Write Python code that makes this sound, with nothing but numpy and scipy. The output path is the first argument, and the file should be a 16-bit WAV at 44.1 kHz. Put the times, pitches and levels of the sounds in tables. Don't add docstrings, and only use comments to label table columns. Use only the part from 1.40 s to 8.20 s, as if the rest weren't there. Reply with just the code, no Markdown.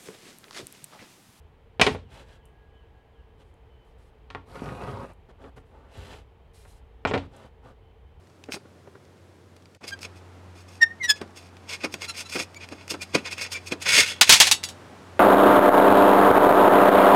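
import sys
import numpy as np
from scipy import signal
from scipy.fft import rfft, irfft, next_fast_len
from scipy.io import wavfile

SR = 44100
rng = np.random.default_rng(int(sys.argv[2]) if len(sys.argv) > 2 else 0)


def waveform_to_disk(signal):
    frames = np.transpose(np.atleast_2d(signal))
    scaled = np.clip(frames, -1, 1) * 32767
    samples = np.round(scaled).astype(np.int16)
    wavfile.write(sys.argv[1], SR, samples)


N = 299865
TIME = np.arange(N) / SR
RING_TIME = TIME[:SR * 4 // 5]
TOP_HZ = 15800


# t/s, level/dB, contact cutoff f/Hz, favoured panel f/Hz, weight/dB, favoured tool f/Hz
IMPACTS = [ (0.3971, 11.5, 2570, 520, 2, 2400), (0.414, 20, 5740, 770, 0.5, 2520),
           (0.4412, -2, 3960, 910, 12.5, 3000), (0.4657, 7.5, 5860, 430, 8, 3700),
           (0.4683, 14.5, 2280, 277, -0.5, 3440), (0.4731, 18, 1090, 410, -0.5, 1900),
           (0.503, 10, 300, 300, 6.5, 1900), (0.5487, 6, 910, 452, -1.5, 1900),
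           (2.903, -11.5, 4000, 1177, 6.5, 3400), (2.949, 1, 1600, 1100, 4.5, 2000),
           (3.156, -8, 1820, 1120, 6.5, 1900), (3.194, -15, 2385, 504, -1, 4000),
           (3.2198, 8.5, 387, 264, -1.5, 1900), (3.259, -12, 2500, 900, 11.5, 2400),
           (3.289, -12.5, 2740, 1430, 10, 2900), (3.417, -4, 995, 458, 4, 1900),
           (3.475, -10, 1240, 620, 12, 1900), (3.895, -33, 1800, 450, 11, 2376),
           (4.042, -16, 1780, 533, 8.5, 2400), (4.176, -23, 2400, 366, 15, 2400),
           (4.574, 5, 79, 64, 8.5, 1900), (4.736, -15.5, 2380, 471, 9.5, 3400),
           (5.252, -22, 2000, 1000, 8, 2425), (5.6514, 16.5, 1400, 940, 0, 1950),
           (5.674, -2, 3200, 423, 0, 1950), (5.695, 2.5, 400, 420, 6, 1900),
           (5.712, 3, 2000, 470, 9.5, 3400), (5.7368, 22, 595, 527, -15, 1890),
           (5.7404, 6.5, 2520, 673, -6, 3200), (5.752, 7.5, 1920, 514, 1, 3700),
           (5.7625, 5, 784, 600, 10.5, 1900), (5.7778, -3, 3580, 700, 2, 4400)]

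def knocks(lowest_hz=55):
    out = np.zeros(N)
    for start, *contact in IMPACTS:
        add(out, start, impact(*contact))
    return signal.sosfilt(signal.butter(2, lowest_hz, "high", fs=SR, output="sos"), out)


# f/Hz, level/dB, T60/s before the damping limit
PANEL_MODES = [(61.54, -55, 0.48), (89, -49.5, 0.42), (127, -49.5, 0.18), (165, -56.5, 0.19),
               (276, -48.5, 0.26), (342, -59.5, 0.57), (431, -40, 0.091), (475, -50, 0.099),
               (573, -36.5, 0.023), (634, -56.5, 0.12), (750, -46, 0.1), (803.4, -57, 0.19),
               (905, -54, 0.3), (1051.4, -38.5, 0.015), (1107, -55, 0.54), (1383, -51.5, 0.3),
               (1770, -56.5, 0.17), (1865, -49.5, 0.094)]
TOOL_MODES = [(1898, -46, 0.085), (1960, -42, 0.08), (2356, -38, 0.1), (2483, -44, 0.1), (2615, -45, 0.1),
              (2985, -46, 0.097), (3170, -46, .04), (3398, -48, 0.11), (3680, -49, 0.09), (3990, -45, 0.06),
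              (4733, -48, .08)]
# f/Hz, level/dB
CRACK_SPECTRUM = [(40, -21), (120, 1), (260, -0.5), (360, -9), (470, -0.5), (1000, 1.5), (1400, -1.5),
                  (2400, 1.5), (4000, -0.5), (6000, -7), (9500, -6), (12000, -20), (15000, -24)]
# delay/s, amplitude ratio
REFLECTIONS = [(.0029, 0.24), (.0062, 0.58), (.0083, .25)]

def impact(db, contact_hz, spot_hz, weight_db, tool_hz, shadow_hz=5600):
    arrivals = np.zeros(len(RING_TIME))
    arrivals[0] = 1
    for delay, gain in REFLECTIONS:
        arrivals[int(delay * SR)] += gain
    shadowed = lowpass(arrivals, shadow_hz, order=4)
    crack = undb(-3) * shadowed + undb(-4) * burst(t60=0.042) + undb(-6) * room_response()
    crack = crack + undb(-1) * band(crack, spot_hz, spot_hz / 3, order=1)
    thud_db = 1.5 * (np.array(PANEL_MODES)[:, 0] < 220)
    panel = ring(PANEL_MODES, coupling_db(PANEL_MODES, spot_hz) + weight_db + thud_db)
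    tool_drive_db = -20 + 1.0073 * db
    tool = ring(TOOL_MODES, coupling_db(TOOL_MODES, tool_hz) + tool_drive_db)
    return undb(db) * lowpass(colour(crack, CRACK_SPECTRUM) + panel + tool, contact_hz)


def coupling_db(modes, near_hz, peak_db=6):
    octaves = np.log2(np.array(modes)[:, 0] / near_hz)
    return peak_db * np.exp(-(2 * octaves) ** 2)


def ring(modes, extra_db):
    hz, db, t60 = np.transpose(modes)
    gains = undb(db + extra_db) * (-1) ** np.arange(len(modes))
    t60 = np.minimum(t60, 6.5 / np.sqrt(hz))
    return sum(g * decay(t) * np.sin(2 * np.pi * f * RING_TIME) for f, g, t in zip(hz, gains, t60))


# t/s, duration/s, level/dB, f/Hz
EDGE_SKIDS = [(0.411, 0.034, -34.5, 5140), (0.47, 0.035, -51, 3400), (0.512, 0.048, -65, 9500),
              (5.671, 0.04, -53, 6530), (5.673, 0.04, -41, 2650), (5.73, 0.02, -58, 6800)]

def skids():
    chatter, out = friction(rate=2000, scatter_db=1.0), np.zeros(N)
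    for start, length, db, hz in EDGE_SKIDS:
        grit = unit(band(chatter, hz, 0.45 * hz, order=3))
        out += undb(db) * gate(start, length, attack_s=0.002, release_s=0.0099) * grit
    return out


# t/s, level/dB
STROKE_PRESSURE = [(3.049, -72), (3.06, -47), (3.14, -51), (3.15, -45), (3.212, -48.5), (3.24, -43),
                   (3.404, -41.5), (3.418, -37), (3.49, -37.5), (3.56, -40.5), (3.654, -41), (3.676, -56.5),
                   (3.698, -45), (3.752, -62)]
# f/Hz, level/dB
GRAIN_SPECTRUM = [(700, -8), (1550, -5.5), (2500, -1), (4000, -10.5), (6000, -18.5), (15000, -55)]
HISS_SPECTRUM = [(2000, -21), (4000, -0.5), (6000, -5.5), (9500, -3), (13000, -12.5), (16000, -25)]

def marker(ordinary_db=-42.5):
    times, level_db = np.transpose(STROKE_PRESSURE)
    start, end = times[0], times[-1]
    pressure_db = np.interp(TIME, times, level_db) - ordinary_db + 0.8 * wander(rate=70)
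    body = undb(-40.5 + pressure_db) * rubbed_panel(rate=720, scatter_db=2.0)
    rasp = friction_noise(GRAIN_SPECTRUM, rate=720, scatter_db=0.5) + undb(-7) * snags(start, end)
    hiss = friction_noise(HISS_SPECTRUM, rate=4500, scatter_db=6.0)
    elapsed = np.clip(TIME, start, end) - start
    grain = undb(-52.5 + 0.69 * pressure_db - 11 * elapsed) * rasp
    tip = undb(-59 + 0.35 * pressure_db - 15.5 * elapsed) * hiss
    return gate(start, end - start, attack_s=0.1, release_s=0.03) * (moving_contact(body + grain) + tip)


def snags(start, end, rate=140, low_hz=1103, high_hz=5430, scatter_db=8):
    out, envelope = np.zeros(N), decay(t60=0.004)[:SR // 20]
    length = end - start
    for when, pitch, size in rng.random((int(rate * length), 3)):
        hz = low_hz * (high_hz / low_hz) ** pitch
        strength = undb(scatter_db * min(-np.log(size), 2)) / np.sqrt(hz)
        click = envelope * np.sin(2 * np.pi * hz * RING_TIME[:len(envelope)])
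        add(out, start + when * length, strength * click)
    return unit(out) * np.sqrt(length * SR / N)


def moving_contact(x, swing_db=3):
    size = next_fast_len(N, True)
    parts = split_bands(x, np.geomspace(400, 6000, 14), size)
    return sum(part * undb(swing_db * wander(rate=12)) for part in parts)


# f/Hz, level/dB
RUBBED_SPECTRUM = [(35, -43), (60, 0), (103, 0), (260, -4.5), (370, -7.5), (500, 2), (620, -4), (720, -4),
                   (946, -7), (1080, -11), (1230, -8), (1420, -11), (2200, -25.5), (2860, -59),
                   (4840, -120)]

def rubbed_panel(rate, scatter_db):
    slips = friction(rate, scatter_db)
    resonance = signal.fftconvolve(slips, ring(PANEL_MODES, extra_db=0))[:N]
    return unit(colour(slips + undb(-10) * resonance, RUBBED_SPECTRUM))


def friction(rate, scatter_db):
    slips = (rng.random(N) < rate / SR) * rng.choice([-1., 1.], N)
    slips *= undb(scatter_db * np.minimum(rng.exponential(size=N), 4))
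    return unit(slips + signal.fftconvolve(slips, room_response())[:N])


def friction_noise(spectrum, rate, scatter_db):
    return unit(colour(friction(rate, scatter_db), spectrum))


# t/s, duration/s, rasp level/dB, panel level/dB re rasp
RUBS = [ (0.672, 0.2, -56, 4), (0.835, 0.17, -62.5, 2.5), (1.984, 0.063, -65.5, 7.5),
        (3.875, 0.053, -68.5, 15), (3.974, 0.15, -66, 17.5), (4.156, 0.04, -61.5, 11),
        (4.249, 0.31, -74.5, 19.5), (4.464, 0.4, -53.5, 5), (5.808, 0.075, -66.5, 18.5),
        (5.884, 0.23, -61.5, 10.5), (6.211, 0.14, -66.5, 15.5)]
# f/Hz, level/dB
RASP_SPECTRUM = [(300, -20), (500, -4), (750, -7), (1200, -1), (1900, 0.5), (2600, 2.5), (3400, 1),
                 (5000, -8.5), (8000, -14.5), (11000, -34), (15000, -51)]

def slides():
    rasp = friction_noise(RASP_SPECTRUM, rate=1400, scatter_db=1.5)
    rasp += undb(-10) * friction_noise(HISS_SPECTRUM, rate=2000, scatter_db=4.5)
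    body, out = rubbed_panel(rate=1400, scatter_db=2.0), np.zeros(N)
    for start, length, db, body_db in RUBS:
        span = slice(int(start * SR), int((start + length) * SR))
        rub = undb(db) * (rasp[span] + undb(body_db) * body[span])
        add(out, start, rub * signal.windows.tukey(len(rub), 0.8))
    return out * undb(wander(rate=60))


# t/s, level/dB, f/Hz
BRIGHT_CLICKS = [(0.4146, -1.5, 7000), (0.4653, -18, 9600), (1.055, -32.5, 9700), (2.021, -42.5, 4550),
                 (2.140, -44, 8400), (3.734, -40, 9940), (5.965, -29, 8500)]

def clicks():
    out = np.zeros(N)
    for start, db, hz in BRIGHT_CLICKS:
        click = burst(t60=0.02) + undb(-8) * room_response()
        add(out, start, undb(db) * band(click, hz, hz / 2))
    return out


# t/s, duration/s, level/dB
GRIP_SHIFTS = [(1.977, 0.16, -83), (2.446, 0.11, -82), (2.581, 0.14, -78), (4.161, 0.068, -75),
               (4.254, 0.092, -84), (5.133, 0.13, -70.5), (5.141, 0.27, -70), (5.275, 0.07, -70)]

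def rustles():
    hiss = friction_noise(HISS_SPECTRUM, rate=7500, scatter_db=2.5)
    rasp = friction_noise(RASP_SPECTRUM, rate=7500, scatter_db=2.5)
    motion = sum(undb(db) * gate(start, length, attack_s=0.0023, release_s=0.035)
                 for start, length, db in GRIP_SHIFTS)
    return (hiss + undb(-5) * rasp) * motion * undb(-0.5 * wander(rate=25.02))


# f/Hz, T60/s
ROOM_DECAY = [(80, 0.85), (300, 0.28), (1000, 0.17), (3000, 0.26), (8000, 0.24), (15000, .24)]

def room_response():
    noise = rng.choice([-1., 1.], len(RING_TIME))
    centres, out = np.geomspace(60, TOP_HZ, 9), 0
    for centre, part in zip(centres, split_bands(noise, centres, len(noise))):
        envelope = decay(on_log(centre, ROOM_DECAY))
        out = out + part * envelope / np.linalg.norm(envelope)
    return out


# f/Hz, relative spectrum level/dB
RUMBLE_SPECTRUM = [(15, -39), (25, -12), (63, -0.5), (185, -20), (310, -24.5), (427, -18), (607, -26),
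                   (796, -23), (1370, -34), (1890, -34.5), (3080, -38.5), (5570, -55), (9000, -59),
                   (16000, -61)]
# f/Hz, bandwidth/Hz, level/dB
HUM_BANDS = [(53.5, 4.6, -61.5), (449, 25, -67.5), (3090, 60, -84.5)]

def outdoors():
    swell_db = 0.5 * wander(rate=3)
    rumble = undb(-53 + swell_db) * unit(colour(rng.standard_normal(N), RUMBLE_SPECTRUM))
    hums = sum(undb(db) * unit(band(rng.standard_normal(N), hz, width)) for hz, width, db in HUM_BANDS)
    return rumble + hums


WHISTLE_STARTS = [0.581, 0.958, 1.325, 1.705]
# t/s, duration/s, f/Hz
HELD_NOTES = [(0.81, 0.21, 1651), (1.07, .24, 1651), (1.31, 0.2, 1653), (1.495, 0.21, 1654),
              (1.72, 0.19, 1656), (0.98, 0.22, 3005), (1.275, 0.17, 3010), (2.26, 0.22, 3025),
              (6.40, 0.17, 3057), (6.62, .17, 3070)]

def birds(whistle_s=0.17, whistle_hz=(3700, 2300), whistle_db=-77):
    out, waver = np.zeros(N), 1 + 0.0017 * wander(rate=67)
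    calls = [(start, whistle_s, *whistle_hz, whistle_db) for start in WHISTLE_STARTS]
    for start, length, hz in HELD_NOTES:
        calls.append((start, length, hz, hz, -69.5 - 8 * np.log2(hz / 1660)))
    for start, length, from_hz, to_hz, db in calls:
        drift = waver[int(start * SR):int((start + length) * SR)]
        hz = np.geomspace(from_hz, to_hz, len(drift)) * drift
        tone = np.sqrt(2) * np.sin(2 * np.pi * np.cumsum(hz) / SR)
        add(out, start, undb(db) * signal.windows.tukey(len(tone), 0.7) * tone)
    out *= undb(2 * wander(rate=60))
    return out + undb(-4) * signal.fftconvolve(out, burst(t60=0.7))[:N]


def undb(db):
    return 10 ** (np.asarray(db) / 20)


def unit(x):
    return x / np.sqrt(np.mean(x ** 2))


def add(out, start_s, sound):
    start = int(start_s * SR)
    out[start:start + len(sound)] += sound[:N - start]


def on_log(hz, points):
    knots, values = np.transpose(points)
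    return np.interp(np.log(np.maximum(hz, 1)), np.log(knots), values)


def colour(x, points, size=8192):
    gain = undb(on_log(np.fft.rfftfreq(size, 1 / SR), points))
    cepstrum = irfft(np.log(gain))
    cepstrum[1:size // 2] *= 2
    cepstrum[size // 2 + 1:] = 0
    return signal.fftconvolve(x, irfft(np.exp(rfft(cepstrum))))[:len(x)]


def split_bands(x, centres, size):
    hz, spectrum = np.fft.rfftfreq(size, 1 / SR), rfft(x, size)
    for share in np.eye(len(centres)):
        yield irfft(spectrum * on_log(hz, np.c_[centres, share]), size)[:len(x)]


def band(x, hz, width, order=2):
    edges = np.clip([hz - width / 2, hz + width / 2], 10, SR / 2 - 10)
    return signal.sosfilt(signal.butter(order, edges, "band", fs=SR, output="sos"), x)


def lowpass(x, hz, order=2):
    return signal.sosfilt(signal.butter(order, min(hz, TOP_HZ), fs=SR, output="sos"), x)


def decay(t60):
    return np.exp(-np.log(1000) * RING_TIME / t60)


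def burst(t60):
    envelope = decay(t60)
    return rng.choice([-1., 1.], len(RING_TIME)) * envelope / np.linalg.norm(envelope)


def wander(rate):
    knots = rng.standard_normal(4096)
    return np.interp(TIME * rate, np.arange(len(knots)), knots)


def gate(start, length, attack_s, release_s):
    return np.clip(np.minimum((TIME - start) / attack_s, (start + length - TIME) / release_s), 0, 1)


def scene():
    return (knocks() + skids() + clicks() + marker() + slides() + rustles() + outdoors() + birds())[None]


def record(dry):
    treble_cut = signal.ellip(8, 0.2, 70, TOP_HZ, fs=SR, output="sos")
    return signal.sosfilt(treble_cut, np.clip(dry, -1, 1))


dry = scene()
out = record(dry)
waveform_to_disk(out)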